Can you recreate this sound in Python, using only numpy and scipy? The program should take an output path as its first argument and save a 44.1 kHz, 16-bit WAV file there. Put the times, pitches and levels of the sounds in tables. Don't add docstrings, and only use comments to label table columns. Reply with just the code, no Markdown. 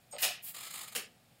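import sys
import numpy as np
from scipy import signal
from scipy.fft import rfft, irfft
from scipy.io import wavfile
from scipy.ndimage import uniform_filter1d

SR = 44100
rng = np.random.default_rng(int(sys.argv[2]) if len(sys.argv) > 2 else 0)


def elevation(decibels):
    levels = np.asarray(decibels, float)
    return 10 ** (levels / 20)


def transcribe(u):
    v = np.clip(np.atleast_2d(u).T, -1, 1)
    q = np.round(v * 32767).astype(np.int16)
    wavfile.write(sys.argv[1], SR, q)


N = 61740


def read(table, hz):
    f, value = np.array(table, float).T
    return np.interp(np.log(np.maximum(hz, 1)), np.log(f), value)


def colour(x, table):
    log_gain = read(table, np.fft.rfftfreq(4096, 1 / SR)) * np.log(10) / 20
    cepstrum = irfft(log_gain)
    cepstrum[1:2048] *= 2
    cepstrum[2049:] = 0
    h = irfft(np.exp(rfft(cepstrum)))
    return signal.fftconvolve(x, h / np.sqrt(np.sum(h ** 2)))[:len(x)]


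def ring(x, modes, longest_s=0.1):
    t = np.arange(SR // 4) / SR
    h = np.zeros(len(t))
    for hz, db, t60 in modes:
        t60 = np.clip(t60, 0.002, longest_s)
        fade = 1000. ** (-t / t60) * (1 - np.exp(-20 * t / t60))
        h += elevation(db) * np.sin(2 * np.pi * hz * t) * fade / np.sqrt(t60)
    return signal.fftconvolve(x, h / np.sqrt(np.sum(h ** 2)))[:N]


def grit(rough_db):
    x = rng.standard_normal(N) * elevation(rough_db * rng.exponential(size=N))
    return x / x.std()


def bursts(rows, edge_s):
    t = np.arange(N) / SR
    envelope = np.zeros(N)
    for start, length, db in rows:
        envelope += elevation(db) * np.clip(np.minimum(t - start, start + length + edge_s - t) / edge_s, 0, 1)
    return envelope


# t/s, length/s, crack level/dB, plate ring level/dB
CLACKS = [
    (0.1831, .0015, -40.5, -38),
    (0.185, 0.026, -45, -48),
    (0.2164, 0.0067, -43, -45),
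    (0.2247, .027, -28, -34),
]
# f/Hz, level per Hz/dB
CRACK_COLOUR = [(300, -36), (1000, -26.5), (1500, -22.5), (2520, -5.5), (3340, -10.5), (4070, -10.5),
                (5390, -5.5), (15500, -13.5)]
# f/Hz, level/dB, t60/s
PLATE_MODES = [(1876, -21, 0.015), (1990, 5.5, 0.0094), (2300, -4, 0.014), (2592, 3, 0.054),
               (2907, 7, 0.011), (4320, -5.5, 0.03), (5190, -7, 0.0036)]
# t/s, length/s, level/dB
SLIDES = [
    (.195, .014, -44),
    (.207, 0.0108, -38),
    (.2185, 0.0085, -28),
]


def latch():
    contact = grit(1.8)
    crack_rows = [(s, length, crack_db) for s, length, crack_db, _ in CLACKS]
    plate_rows = [(s, length, plate_db) for s, length, _, plate_db in CLACKS]
    crack = colour(contact * bursts(crack_rows, 0.00058), CRACK_COLOUR)
    plate = ring(contact * bursts(plate_rows, 0.0006), PLATE_MODES, 0.025)
    slide = colour(grit(0.98) * bursts(SLIDES, 0.0021), SWISH_COLOUR)
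    return crack + plate + slide


# t/s, length/s, level/dB
RUBS = [
    (.113, 0.02, -45.5),
]
# f/Hz, level/dB, t60/s
SPRING_MODES = [(3768, -15, .03), (4926, -13, .03), (5400, -12, .02), (6800, 0, .02), (8355, 1, .04),
                (9700, -16, .02), (12200, -17, .02)]
# t/s, length/s, level/dB
BRUSH = [
    (.099, .014, -64),
]
# f/Hz, level/dB, t60/s
BRUSH_MODES = [(8700, 0, .015), (9700, -5, .01), (13500, -6, .015), (14500, -2, .02)]
# t/s, length/s, level/dB
KNOCKS = [
    (.124, .02, -47.5),
    (.148, 0.02, -51),
    (.228, 0.0263, -42),
]
# f/Hz, level/dB, t60/s
PANEL_MODES = [(600, -1, .035), (710, 0, .04), (826, -6, .03), (1280, -11, .04), (2100, -20, .015)]
# t/s, length/s, level/dB
TURN = [
    (.122, 0.045, -57),
]
# f/Hz, level per Hz/dB
TURN_COLOUR = [(400, -15), (1500, -18), (2300, 2), (3700, -3), (5000, -2), (6000, -32.5), (9000, -25),
               (12000, -20)]
# t/s, f/Hz, level/dB
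TINGS = [
    (.016, 11600, -66),
    (.017, 15300, -68),
    (1.383, 11200, -67),
    (1.385, 14500, -65),
]


def handle():
    t = np.arange(N) / SR
    squeak = ring(grit(4.3) * bursts(RUBS, 0.0019), SPRING_MODES)
    brush = ring(grit(5.4) * bursts(BRUSH, 0.0039), BRUSH_MODES)
    knock = ring(grit(2.53) * bursts(KNOCKS, 0.002), PANEL_MODES)
    scrape = colour(grit(3.4) * bursts(TURN, 0.0027), TURN_COLOUR)
    tings = np.zeros(N)
    for start, hz, db in TINGS:
        fade = (t > start) * np.exp(-np.abs(t - start) / 0.008)
        tings += elevation(db) * np.sin(2 * np.pi * hz * t) * fade
    return squeak + brush + knock + scrape + tings


# t/s, length/s, level/dB
BUMPS = [
    (.950, 0.0023, -33),
    (.9525, 0.00696, -34),
    (.9598, 0.0065, -30),
    (.975, 0.0022, -47),
]
# f/Hz, level per Hz/dB
BUMP_COLOUR = [(300, -26), (450, -15.5), (900, -8.5), (1640, -7), (2790, 0.5), (5760, -5.5), (10600, -3.5),
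               (15500, -9.5)]
# t/s, length/s, level/dB
HEEL = [
    (.951, 0.014, -49.5),
]
# f/Hz, level/dB, t60/s
BOARD_MODES = [(214, -5, 0.15), (488, -0.5, 0.043), (1065, -12, 0.028)]


def bump():
    knock = colour(grit(2.5) * bursts(BUMPS, 0.00059), BUMP_COLOUR)
    return knock + ring(grit(1.9) * bursts(HEEL, 0.0016), BOARD_MODES)


# centre t/s, level/dB
SLIPS = [(.542, -64), (0.55, -43.5), (.569, -44), (0.588, -44.5), (0.61, -44), (.618, -50), (0.635, -43.5),
         (0.653, -46), (0.671, -45), (0.679, -47.5), (0.704, -54), (0.711, -44), (0.731, -49),
         (0.743, -42.5), (.759, -42.5), (0.778, -46.5), (0.794, -44.5), (0.816, -42), (0.835, -45.5),
         (.846, -51.5), (.873, -59), (0.883, -46.5), (.897, -76), (0.923, -56.5), (0.929, -48)]
# f/Hz, level per Hz/dB
DRAG_COLOUR = [(180, -25), (300, -23), (535, -14.5), (1280, -8.5), (1560, -12.5), (3180, 4), (6150, -6.5),
               (7750, 1.5), (15500, -6.5)]
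# f/Hz, width/Hz, level/dB
DRAG_PEAKS = [(850, 300, -5), (1290, 170, 6), (2500, 500, 0), (3200, 600, -1), (4300, 800, -3),
              (5200, 450, -1), (7700, 700, 0), (9250, 700, -2), (10700, 700, -4), (14400, 800, -4)]


def slip_puffs(length_s):
    t = np.arange(N) / SR
    power = np.zeros(N)
    for centre, db in SLIPS:
        power += elevation(2 * db) * np.cos(np.pi * np.clip((t - centre) / length_s, -0.5, 0.5)) ** 2
    return np.sqrt(power)


def drag():
    puff = grit(2.5) * slip_puffs(0.02)
    modes = [(hz, db + 10 * np.log10(width), 1.5 / width) for hz, width, db in DRAG_PEAKS]
    peaks = ring(puff, modes, 0.015)
    spit = colour(grit(3.7) * slip_puffs(0.009), SWISH_COLOUR)
    return colour(puff, DRAG_COLOUR) + elevation(-3.5) * peaks + elevation(-5) * spit


# f/Hz, level per Hz/dB
SWISH_COLOUR = [(180, -61), (300, -49), (708, -1), (1070, -11), (1330, -12), (2980, -11), (5760, -9),
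                (7370, -4), (15500, 4.5)]


def swish():
    t = np.arange(N) / SR - 0.419
    rise_s, hold_s, fall_s, scrape_lag_s = 0.022, 0.055, 0.018, 0.026
    closing = (rise_s + hold_s + fall_s - t) / fall_s
    hiss_shape = np.clip(np.minimum(t / rise_s, closing), 0, 1)
    scrape_shape = np.clip(np.minimum((t - scrape_lag_s) / (rise_s + scrape_lag_s), closing), 0, 1)
    hiss = colour(grit(1.1) * hiss_shape, SWISH_COLOUR)
    scrape = colour(grit(0.91) * scrape_shape, DRAG_COLOUR)
    return elevation(-42) * hiss + elevation(-52.5) * scrape


# f/Hz, t60/s
ROOM_T60 = [(200, 0.82), (700, 0.33), (2500, 0.4), (6000, 0.29), (15000, 0.2)]


def room(x, wet_db, share=1):
    n = SR // 2
    t, hz = np.arange(n) / SR, np.fft.rfftfreq(n, 1 / SR)
    spectrum = rfft(rng.standard_normal(n))
    tail = np.zeros(n)
    for centre in 2 ** np.arange(6, 15.):
        band = np.clip(1 - np.abs(np.log2(np.maximum(hz, 1) / centre)), 0, 1)
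        tail += irfft(spectrum * band) * 1000. ** (-t / (share * read(ROOM_T60, centre)))
    tail *= np.clip(t / 0.0091, 0, 1)
    return x + elevation(wet_db) * signal.fftconvolve(x, tail / np.sqrt(np.sum(tail ** 2)))[:N]


def mixed_room(x, wet_db, share, turn_s):
    turn = np.arange(N) / SR / turn_s
    total = np.zeros(N)
    for k in range(4):
        weight = np.clip(1 - np.abs((turn - k) % 4 - 1), 0, 1)
        total += room(x * weight, wet_db, share)
    return total


# f/Hz, level per Hz/dB
HISS_COLOUR = [(50, -33), (90, -6.5), (220, -4), (380, -18), (740, -8.5), (950, -19.5), (2400, -18),
               (15500, -27)]
# f/Hz, level/dB
HUM = [(45, -82.5), (120, -72.5), (160, -77), (218, -84.5)]
GATE_DEPTH_DB = 5.5


def floor():
    t = np.arange(N) / SR
    hum = np.zeros(N)
    for hz, db in HUM:
        waver = uniform_filter1d(uniform_filter1d(rng.standard_normal(N), 500), 500)
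        hum += elevation(db) * np.sin(2 * np.pi * hz * t) * (1 + 9 * waver)
    hiss = elevation(-65.5) * colour(rng.standard_normal(N), HISS_COLOUR)
    return elevation(GATE_DEPTH_DB) * (hiss + hum)


def scene():
    x = mixed_room(latch(), 0.5, 1, 0.007)
    x = x + mixed_room(handle(), -1.5, 1, 0.01)
    x = x + mixed_room(bump(), 1, 0.9, 0.004)
    x = x + mixed_room(drag(), -2, 0.65, 0.02)
    x = x + mixed_room(swish(), 1.5, 0.65, 0.02)
    x = signal.sosfilt(signal.butter(4, 170, "high", fs=SR, output="sos"), x) + floor()
    dip_hz, dip_width_hz, dip_db = 6050, 900, -7
    b, a = signal.iirpeak(dip_hz, dip_hz / dip_width_hz, fs=SR)
    return (x - (1 - elevation(dip_db)) * signal.lfilter(b, a, x))[None]


def top_cut(x):
    return signal.sosfilt(signal.butter(12, 16820, fs=SR, output="sos"), x)


def record(dry):
    z = signal.stft(dry, nperseg=512)[2]
    power = uniform_filter1d(np.abs(z) ** 2, size=21, axis=1)
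    power = uniform_filter1d(power, size=3, axis=2)
    quiet = power[..., -30:-8].mean(axis=2, keepdims=True)
    over_db = 10 * np.log10(power / quiet)
    knee_db, slope = 10, 1.4
    gain_db = np.clip(slope * (over_db - knee_db), -GATE_DEPTH_DB, 0)
    x = signal.istft(z * elevation(gain_db), nperseg=512)[1][:, :N]
    x = signal.sosfilt(signal.ellip(10, 0.2, 60, 15750, fs=SR, output="sos"), x)
    return top_cut(x)


dry = scene()
out = record(dry)
transcribe(out)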